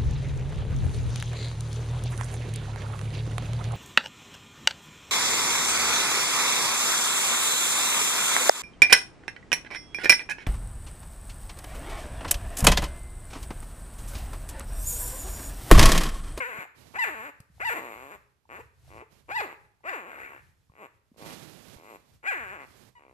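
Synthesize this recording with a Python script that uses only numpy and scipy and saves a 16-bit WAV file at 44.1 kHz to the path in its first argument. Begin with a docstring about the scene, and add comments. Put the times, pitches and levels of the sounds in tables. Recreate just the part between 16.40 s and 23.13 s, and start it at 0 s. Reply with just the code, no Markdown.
"""A very young puppy cries again and again: each cry leaps to a yip, breaks and sinks to a grumble.
Creaky grunts, a whine and a squeak share its voice: pulses of the vocal folds excite the throat,
mouth and muzzle resonances, with hiss added. Two puppies wriggle on a sofa in a bare room: bumps are
damped resonances, cloth and fur rubbing the right port is shaped noise, and room tone lies beneath."""
import sys
import numpy as np
from scipy import signal
from scipy.fft import rfft, irfft, next_fast_len
from scipy.io import wavfile
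from scipy.ndimage import uniform_filter1d

SR = 44100
rng = np.random.default_rng(int(sys.argv[2]) if len(sys.argv) > 2 else 0)


def dump_mix(stems):
    """Bounce the given channels to the path in sys.argv[1] as a 16-bit WAV at rate SR."""
    frames = np.atleast_2d(stems).T  # one column per channel
    limited = np.clip(frames, -1, 1)  # hard clip at full scale
    pcm = np.round(limited * 32767).astype(np.int16)
    wavfile.write(sys.argv[1], SR, pcm)


N = 296793
T = np.arange(N) / SR  # time axis in s

# Spectrum of the room tone. Each row: frequency in Hz, relative level in dB per Hz.
HUSH_SPECTRUM = [(25, -19), (70, 0), (130, -5), (300, -29.5), (4000, -33), (12500, -37.5)]
HUSH_DB = -66  # rms before its slow swell

# Reverberation time of the room. Each row: frequency in Hz, time to fall by 60 dB in seconds.
ROOM_DECAY = [(300, 0.69), (12000, 0.34)]
# Tint of the reflections. 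Each row: frequency in Hz, gain in dB.
ROOM_TINT = [(300, -1), (900, 0.5), (1800, 4.5)]

# Soft bumps of paws and bodies. Each row: start in seconds, envelope peak in dB.
BODY_BUMPS = [(.186, -40.5), (1.002, -40.5), (1.1, -51), (4.298, -48), (4.716, -49.5), (5.362, -42.5)]

# Spectrum of cloth and fur rubbing. Each row: frequency in Hz, relative level in dB per Hz.
RUB_SPECTRUM = [(40, -14.5), (140, 4), (500, -4), (1400, -11.5), (4000, -13), (9500, -19.5), (12500, -17.5)]
# Strokes of cloth and fur. Each row: start in seconds, time of most pressure in seconds,
# end in seconds, peak in dB, level it eases towards in dB.
RUB_STROKES = [(0.344, 0.381, 0.59, -52, -61), (2.695, 2.725, 2.81, -57.5, -106),
               (4.767, 4.916, 5.76, -39, -86), (5.12, 5.26, 5.35, -55, -45),
               (6.193, 6.37, 6.49, -52.5, -76)]
RUB_ATTACK_S, RUB_RELEASE_S, RUB_EASE_S = 0.02, 0.018, 1
RUB_ENTRY_DB, RUB_REST_DB = -10, -74.5  # first touch against the peak; faint stirring throughout

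CLAW_S, CLAW_DB = 1.003, -44  # a claw catches on the cover: time in s, noise level at the onset

# Small pops as the throat opens. Each row: start in seconds, envelope peak in dB.
THROAT_POPS = [(.253, -41), (1.18, -54), (2.054, -56), (2.446, -61), (2.478, -52), (3.406, -60),
               (4.297, -55)]

# Path to the right port against the left. Each row: frequency in Hz, lag in seconds, gain in dB.
RIGHT_PORT = [(300, .00017, 1), (1100, .00026, -3), (2600, .00036, -5)]

# Fixed resonances of throat and muzzle. Each row: frequency in Hz, relative gain in dB.
THROAT_RESPONSE = [(30, -42), (130, -3.5), (400, 11.5), (1150, 15.5), (1450, 7.5), (1950, 2), (2330, 2),
                   (2720, -2), (3150, -18.5), (4100, -25), (5700, -42.5), (7200, -19), (9600, -45.5),
                   (12000, -18), (13000, -24.5)]
# Narrow resonances that slide as tongue and jaw move. Each row: centre in Hz, width in Hz, gain in dB.
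SLIDING_RESONANCES = [(390, 28, -4), (1931, 43, 6)]
SLIDE, SLIDE_HZ = .08, 9  # rms slide (share of the centre), changes a second
# The main mouth resonance climbs as the jaw drops: Hz at 0 dB of opening, share per dB, width in Hz, dB.
MOUTH_HZ, MOUTH_RISE, MOUTH_WIDTH_HZ, MOUTH_GAIN_DB = 1260, .035, 260, -7.5
HUM_HZ, HUM_SHARE = 660, 0.74  # a closing mouth leaves the nasal hum below Hz; dB lost per dB of closing
JAW_DB, PUSH_DB, RESTLESS_HZ = 1.8, 1, 16  # rms drift of opening and effort, changes a second
QUAVER, QUAVER_HZ = .009, 34.4  # rms quaver (share of pitch), changes a second
START_CYCLES = 4  # the folds need a few cycles to reach full swing
EDGE_FLUTTER_DB, FLUTTER_HZ = 4, 120  # rms flutter of the shrill partials, changes a second
RASP_FADE_S = .04  # extra fade of a fully hoarse ending

# Creaky grunts that swell in, some closing with a flick of pitch; one curve a grunt.
# Each row: time in seconds, pitch in Hz, level in dB, mouth opening in dB.
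GRUNT_CURVES = [
    [(2.082, 93.4, -31, -7), (2.11, 119.6, -43, -1), (2.135, 174.2, -42.5, 2), (2.17, 211, -42, 6.5),
     (2.189, 218, -44.5, -10), (2.196, 400, -43.5, -10.5), (2.207, 492, -41, -1.5)],
    [(2.48, 74.6, -45, -6), (2.53, 104.7, -48.5, -6), (2.58, 117, -47, -6.5), (2.617, 125.4, -48, -3),
     (2.622, 393, -45, -15), (2.631, 451, -45.5, -12)],
    [(4.3, 50.3, -43, -10), (4.34, 54.5, -57, -7), (4.375, 118.4, -55.5, -2), (4.393, 222.8, -50, -5),
     (4.422, 209.7, -46, -6), (4.442, 147.1, -46, -3), (4.462, 117.6, -44.5, -4)],
    [(4.725, 52.2, -49, -13), (4.778, 53.37, -58.5, -15), (4.8, 99.6, -54, -12), (4.825, 108.9, -47, -6),
     (4.933, 106.3, -48, -6)],
    [(5.33, 65.5, -56, -5), (5.42, 83.9, -54.5, -9.5), (5.49, 118.3, -49.5, -4), (5.56, 94, -47.5, -6)],
    [(6.555, 77.2, -59, 0), (6.725, 62.2, -58.5, -12)],
]
GRUNT_ROUGHNESS = 0.12  # on a scale of 0 to 1
# Hiss of each grunt. 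Each entry: level against its voice in dB, before pitch thins it.
GRUNT_HISS = [-15, -31, -17, -35, -10.5, -35]

# A wavering whine that frays out. Each row: time in seconds, pitch in Hz, level in dB,
# mouth opening in dB, roughness from 0 to 1.
WHINE_CURVE = [(0, 569, -26, 9.5, 0.15), (.046, 448.5, -31, 11.5, 0.08), (.082, 523, -35.5, 0, 0.06),
               (.1, 484.3, -36.5, 5.5, 0.35), (.13, 416.4, -37, 5, .45), (.19, 438.6, -36.5, 12, 0.85),
               (.25, 233, -39.5, 5.5, 0.71)]
# One thin squeak, with the same columns: seconds, Hz, dB, dB, roughness from 0 to 1.
SQUEAK_CURVE = [(6.551, 1001, -55, -3, 0.1), (6.585, 950, -52, -3, 0)]
WHINE_HISS_DB, SQUEAK_HISS_DB = -14, -17  # against the voice, before pitch thins it

# Cries that leap to a yip, break and sink to a grumble; one curve a cry. Each row: time in seconds,
# pitch in Hz, level in dB, mouth opening in dB, roughness from 0 to 1.
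CRY_CURVES = [
    [(.534, 261.5, -45.5, -8, 0.47), (.562, 720, -31, 11, 0.36), (.582, 858, -35.5, -1, 0),
     (.593, 1031, -23.5, 2.5, 0.02), (.612, 924, -26.5, 11, 0.05), (.639, 911.3, -19, 11.5, 0.02),
     (.656, 483.8, -28.5, 13.5, 0.4), (.685, 411.7, -29.5, 6.5, 0.18), (.702, 313, -35.5, 8, 0.1),
     (.735, 302.6, -36.5, 4, 0), (.757, 223, -38, 5.5, .03), (.81, 214.7, -39, 1, 0.02),
     (.868, 305.3, -38.5, 5.5, 0.08), (.897, 276.3, -39, -4, 0.25)],
    [(1.192, 249.4, -41, -1, 0.9), (1.218, 633.6, -28.5, 11, 0.05), (1.245, 860.4, -31.5, 0, 0.05),
     (1.256, 991, -24.5, 8.5, 0.03), (1.275, 905, -27, 0, 0), (1.293, 887, -24.5, 10, 0.09),
     (1.311, 439.8, -29, 10.5, 0.03), (1.33, 491.5, -28, 4, 0.13), (1.352, 271, -39, -1, 0.65),
     (1.372, 357.2, -33, -1, 0), (1.405, 134.9, -40, -4, 0.42), (1.48, 119.3, -42.5, -4, 0.05),
     (1.55, 99.9, -43.5, -0.5, 0.25), (1.575, 123.9, -45, -4.5, 0.06), (1.7, 145.2, -46, -2, 0.04),
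     (1.728, 215.9, -44.5, 6, 0.04), (1.757, 199, -45.5, -5.5, 0.19)],
    [(2.878, 222.5, -46.5, -4.5, 0.68), (2.917, 799, -29, 5.5, 0.11), (2.938, 850, -34, 3, 0.04),
     (2.965, 1002, -25, 4, 0.03), (2.988, 835, -27, 2, 0), (3.005, 827.5, -25.5, 0.5, 0.19),
     (3.022, 451, -34, -2, 0), (3.046, 381.3, -35.5, -2.5, 0.12), (3.075, 198, -46, -3.5, 0.3),
     (3.14, 129.2, -47.5, 1, 0.4)],
    [(3.43, 296, -55, 3, 0.83), (3.457, 625.6, -38.5, -1, 0.14), (3.493, 803, -30.5, 10.5, 0.42),
     (3.522, 658, -37, 0, 0.4), (3.537, 516.3, -31.5, 3, 0.08), (3.57, 315.8, -36, 0, 0),
     (3.61, 196.8, -43, 1, 0.06), (3.65, 160.6, -46.5, -4, 0.02), (3.69, 257.3, -44, 1, 0.18),
     (3.715, 150.8, -43.5, 6, .9), (3.77, 140.4, -43, 6.5, 0.94), (3.855, 125, -41, 12, 0.98),
     (3.91, 139.3, -47, 3.5, 0.86), (3.97, 145.4, -48.5, 5, 0.79), (4.02, 130.4, -54, 11, 0.95)],
    [(5.824, 271.7, -48, 4, 0.76), (5.866, 737, -28, 12.5, 0.24), (5.89, 825.7, -24.5, 14, 0),
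     (5.912, 755, -27.5, 8, 0.1), (5.922, 563.3, -26.5, 10.5, 0.1), (5.95, 376.8, -31, 10.5, 0.04),
     (6.005, 245.6, -35, 8, 0.01), (6.07, 183.7, -40, 6.5, 0.08), (6.105, 186, -39, 10.5, 0),
     (6.14, 213, -38.5, 5.5, 0.01), (6.18, 144.9, -46, 1, 0.08), (6.245, 127.4, -44.5, 0, .1)],
]
# Treble of each cry. Each row: hiss in dB, shrill edge in dB, both against the voice
# before pitch weights them.
CRY_TREBLES = [(-15.5, -22.5), (-12, -21.5), (-16, -17.5), (-19, -19.5), (-22, -24)]

EDGE_HZ = 13300  # upper band limit


def amp(db):
    """Level to amplitude: 20 dB is a factor of ten."""
    return 10 ** (np.asarray(db) / 20)


def evened(x):
    """Normalization by mean power: scales to rms 1."""
    return x / np.sqrt(np.mean(x ** 2) + 1e-20)


def blend(a, b, share):
    """Linear interpolation: a at share 0, b at share 1."""
    return a + (b - a) * share


def read(points, hz):
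    """Interpolation of a spectrum along a log-frequency axis."""
    point_hz, value = np.transpose(points)
    return np.interp(np.log(hz + 1), np.log(point_hz + 1), value)


def add(mix, s, sound):
    """Superposition: mixes a sound in at time s."""
    part = mix[max(round(s * SR), 0):][:len(sound)]
    part += sound[:len(part)]


def below(x, hz):
    """Zero-phase low-pass filtering: the part of x under hz."""
    return signal.sosfiltfilt(signal.butter(6, hz, fs=SR, output="sos"), x)


def noise(colour, n=N):
    """Spectral shaping: white noise weighted by the given spectrum."""
    size = next_fast_len(n, True)
    white = rfft(rng.standard_normal(size))
    gain = amp(read(colour, np.fft.rfftfreq(size, 1 / SR)))
    return evened(irfft(white * gain, size))[:n]


def wander(n, hz):
    """Low-passed chance: a smooth drift of rms 1 that changes about hz times a second."""
    size = next_fast_len(max(n, SR), True)
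    white = rfft(rng.standard_normal(size))
    drift = white / (1 + (np.fft.rfftfreq(size, 1 / SR) / hz) ** 2)
    return evened(irfft(drift, size))[:n]


def steady(x, size=1300):
    """Short-time power normalization: loudness stays at 1 while single pulses keep their shape."""
    window = np.hanning(size)
    energy = signal.convolve(x ** 2, window, "same")
    weight = signal.convolve(np.ones(len(x)), window, "same")
    return x / np.sqrt(abs(energy / weight) + 1e-12)


def hush(swell_db=5.0):
    """Partial coherence: low, restless room tone, partly shared by the two ports."""
    shared = noise(HUSH_SPECTRUM)
    level = amp(HUSH_DB + swell_db * wander(N, 3.2))
    return level * evened(np.array([shared + noise(HUSH_SPECTRUM), shared + noise(HUSH_SPECTRUM)]))


def room(x, first_s=0.001, early_db=7, early_s=0.012, shared_hz=600):
    """Reverberation: dense reflections, strongest from the near walls, each band dying at its own speed."""
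    t = T[:SR]
    taps = rng.standard_normal((2, SR)) * (t > first_s) * amp(early_db * np.exp(-t / early_s))
    taps[1] += below(taps[0] - taps[1], shared_hz)  # long waves reach both ports alike
    hz, age, bands = signal.stft(taps, SR, nperseg=256)
    tint_db = read(ROOM_TINT, hz)[:, None]
    decay_db = 60 * age / read(ROOM_DECAY, hz)[:, None]
    tail = signal.istft(bands * amp(tint_db - decay_db), SR, nperseg=256)[1]
    return signal.fftconvolve(x[None], tail / np.linalg.norm(tail[0]), axes=1)[:, :N]


def knocks(rows, hz, length_s):
    """Impulse excitation: each push rings one well damped resonance, tuned slightly by chance."""
    out, t = np.zeros(N), T[:SR // 10]
    envelope = t / length_s * np.exp(1 - t / length_s)  # peaks at 1 after length_s
    tunings = 1 + 0.29 * rng.standard_normal(len(rows))
    for (s, db), tuning in zip(rows, tunings):
        add(out, s, amp(db) * envelope * np.sin(2 * np.pi * hz * tuning * t))
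    return out


def stroke(start, peak_at, end, peak_db, eased_db):
    """Friction grows with pressure: one rub touches, presses harder, eases off and lifts."""
    pressing_db = np.interp(T, [start, peak_at], [RUB_ENTRY_DB, 0])
    easing_db = blend(eased_db, peak_db, np.exp(-np.maximum(T - peak_at, 0) / RUB_EASE_S))
    touch = np.clip((T - start) / RUB_ATTACK_S, 0, 1)
    lift = np.exp(-np.maximum(T - end, 0) / RUB_RELEASE_S)
    return amp(pressing_db + easing_db) * touch * lift


def rubbing(grain_db=1.1, leak_db=-21):
    """Friction noise: uneven rubbing right at the right port; the left hears only a little."""
    pressure = amp(RUB_REST_DB) + sum(stroke(*row) for row in RUB_STROKES)
    level = pressure * amp(grain_db * wander(N, 24))
    return level * np.array([amp(leak_db) * noise(RUB_SPECTRUM), noise(RUB_SPECTRUM)])


def claw(length_s=.003):
    """Broadband transient: one short, bright scratch of decaying noise."""
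    return amp(CLAW_DB) * (T > CLAW_S) * np.exp(-abs(T - CLAW_S) / length_s) * rng.standard_normal(N)


def far_port(x):
    """Diffraction: sound bends round to the right port, its treble weakened, with a lag for each frequency."""
    port, hz = np.array(RIGHT_PORT), np.fft.rfftfreq(2 * N, 1 / SR)
    lag_s, shade_db = read(port[:, [0, 1]], hz), read(port[:, [0, 2]], hz)
    return irfft(rfft(x, 2 * N) * amp(shade_db) * np.exp(-2j * np.pi * hz * lag_s))[:N]


def folds(hz, rough, jitter=.13, shimmer=.45, doubling=.8, limp=.17, breathy=.72, waver=.007, creak_hz=130):
    """Self-oscillation: one sharp pulse a cycle; strain makes cycles alternate, then turn uneven and noisy."""
    n = len(hz)
    slack = 1 / (1 + (hz / creak_hz) ** 4)  # slack folds creak unevenly
    unsteady = waver + jitter * (rough ** 2 + .2 * slack)
    turns = np.cumsum(hz * np.exp(unsteady * wander(n, 204))) / SR
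    turns = turns + limp * rough * np.cos(np.pi * turns)  # long and short cycles alternate
    cycle = np.round(turns).astype(int)
    uneven = shimmer * (rough + .12 * slack)
    chance_size = np.exp(uneven * rng.standard_normal(SR)[cycle])
    size = chance_size * (1 + doubling * rough * (-1) ** cycle)  # strong and weak cycles alternate
    pulses = -np.sinc((turns - cycle) * SR / hz / 2) * size
    puffs = np.exp(-2 * (turns % 1)) * rng.standard_normal(n)  # noise that fades within each cycle
    share = breathy * rough ** 1.5
    return (1 - share) * steady(pulses) + share * steady(puffs)


def ring(x, gain_db, size=2048, snap=.45):
    """Convolution: pulses build up briefly, snap and ring on in gain_db(Hz); snap 1 has no build-up."""
    log_gain = np.log(amp(gain_db(abs(np.fft.fftfreq(size, 1 / SR)))))
    phase = snap * signal.hilbert(log_gain).imag  # snap 1 is minimum phase
    response = np.fft.ifft(np.exp(log_gain - 1j * phase)).real
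    return signal.fftconvolve(x, np.fft.fftshift(response), "same")


def resonate(x, hz, width):
    """Heterodyning: a one-pole filter in a turning frame gives a unit-gain resonance along the curve hz."""
    turn = np.exp(2j * np.pi * np.cumsum(hz) / SR)
    r = np.exp(-np.pi * width / SR)
    return 2 * (turn * signal.lfilter([1 - r], [1, -r], x / turn)).real


def vocal_tract(flow, mouth_db, nose_hz=1400, lips_hz=2150, gape=0.52, open_db=8.0):
    """Source-filter principle: as the mouth opens, the upper resonances take over from the lower."""
    n = len(flow)
    tone = ring(flow, lambda f: read(THROAT_RESPONSE, f))
    for centre_hz, width, db in SLIDING_RESONANCES:
        slide_hz = centre_hz * np.exp(SLIDE * wander(n, SLIDE_HZ))
        tone = tone + amp(db) * resonate(tone, slide_hz, width)
    mouth_hz = MOUTH_HZ * np.exp(MOUTH_RISE * np.maximum(mouth_db, -6))
    tone = tone + amp(MOUTH_GAIN_DB) * resonate(tone, mouth_hz, MOUTH_WIDTH_HZ)
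    low, top = below(tone, nose_hz), tone - below(tone, lips_hz)
    middle = tone - low - top
    # with the mouth nearly shut the sound leaves by the nose and the middle resonance sinks
    upper = top + amp(gape * np.minimum(mouth_db - open_db, 0)) * middle
    hum = below(low, HUM_HZ)
    low = hum + amp(HUM_SHARE * np.minimum(mouth_db, 0)) * (low - hum)
    return steady(steady(low) + amp(mouth_db) * steady(upper))


def voice(t, hz, level_db, mouth_db, rough, hiss_db, edge_db, release_s=0.025, hiss_rise_s=0.065, shrill_hz=950):
    """Phonation: the folds drive the vocal tract, with shrill partials and turbulent air on top."""
    n, age = len(t), t - t[0]
    hz = uniform_filter1d(hz, size=350, mode="nearest")  # muscles round off every turn of pitch
    mouth_db = mouth_db + JAW_DB * wander(n, RESTLESS_HZ)
    level_db = level_db + PUSH_DB * wander(n, RESTLESS_HZ)
    flow = folds(hz, np.clip(rough, 0, 1))
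    tone = vocal_tract(flow, mouth_db)
    # tight folds snap shut harder and put shrill, fluttering partials on the yip
    shrill = steady(below(flow - below(flow, 2490), 4910))
    edge = amp(edge_db + EDGE_FLUTTER_DB * wander(n, FLUTTER_HZ)) * (hz / shrill_hz) ** 2
    tone = tone + edge * shrill
    # air hisses in the narrow muzzle once the flow has built up; tight folds let less through
    air = noise(THROAT_RESPONSE, SR)[:n]
    air = evened(air - below(air, 3400)) * amp(hiss_db)
    air = air * np.tanh(age / hiss_rise_s) / (1 + (hz / shrill_hz) ** 4)
    fade_s = release_s + RASP_FADE_S * rough[-1] ** 2  # a hoarse ending trails off
    ramp = np.minimum(age * hz[0] / START_CYCLES, (t[-1] - t) / fade_s)
    edges = np.sin(np.pi / 2 * np.clip(ramp, 0, 1)) ** 2
    return t[0], amp(level_db) * edges * (tone + air)


def call(rows, hiss_db, edge_db=-26, overhang_s=0.019):
    """Continuous articulation: pitch, level, mouth and roughness glide from point to point."""
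    s, hz, *others = np.transpose(rows)
    t = np.arange(s[0], s[-1] + overhang_s, 1 / SR)  # leaves room for the release
    hz = np.exp(np.interp(t, s, np.log(hz)) + QUAVER * wander(len(t), QUAVER_HZ))
    return voice(t, hz, *(np.interp(t, s, curve) for curve in others), hiss_db, edge_db)


def grunts():
    """Creaky phonation at low pitch, with one roughness throughout."""
    return [call([(*row, GRUNT_ROUGHNESS) for row in rows], hiss_db)
            for rows, hiss_db in zip(GRUNT_CURVES, GRUNT_HISS)]


def cries():
    """Register breaks: the pitch leaps to a yip and falls into a grumble."""
    return [call(rows, *treble) for rows, treble in zip(CRY_CURVES, CRY_TREBLES)]


def scene(direct_db=0, wet_db=-9):
    """Superposition of direct and reflected sound: the puppy lies nearer the left port."""
    puppy = knocks(THROAT_POPS, hz=774, length_s=0.0015) + claw()
    whine, squeak = call(WHINE_CURVE, WHINE_HISS_DB), call(SQUEAK_CURVE, SQUEAK_HISS_DB)
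    for sound in cries() + grunts() + [whine, squeak]:
        add(puppy, *sound)
    direct = amp(direct_db) * np.array([puppy, far_port(puppy)])
    reflected = amp(wet_db) * room(puppy)
    bumps = knocks(BODY_BUMPS, hz=138.0, length_s=0.0025)
    return direct + reflected + bumps + rubbing() + hush()


def record(dry):
    """Band limitation: a linear-phase low-pass removes the highest treble."""
    low_pass = signal.firwin(511, EDGE_HZ, window=("kaiser", 9), fs=SR)
    return signal.oaconvolve(dry, low_pass[None], "same")


dry = scene()
out = record(dry)
dump_mix(out)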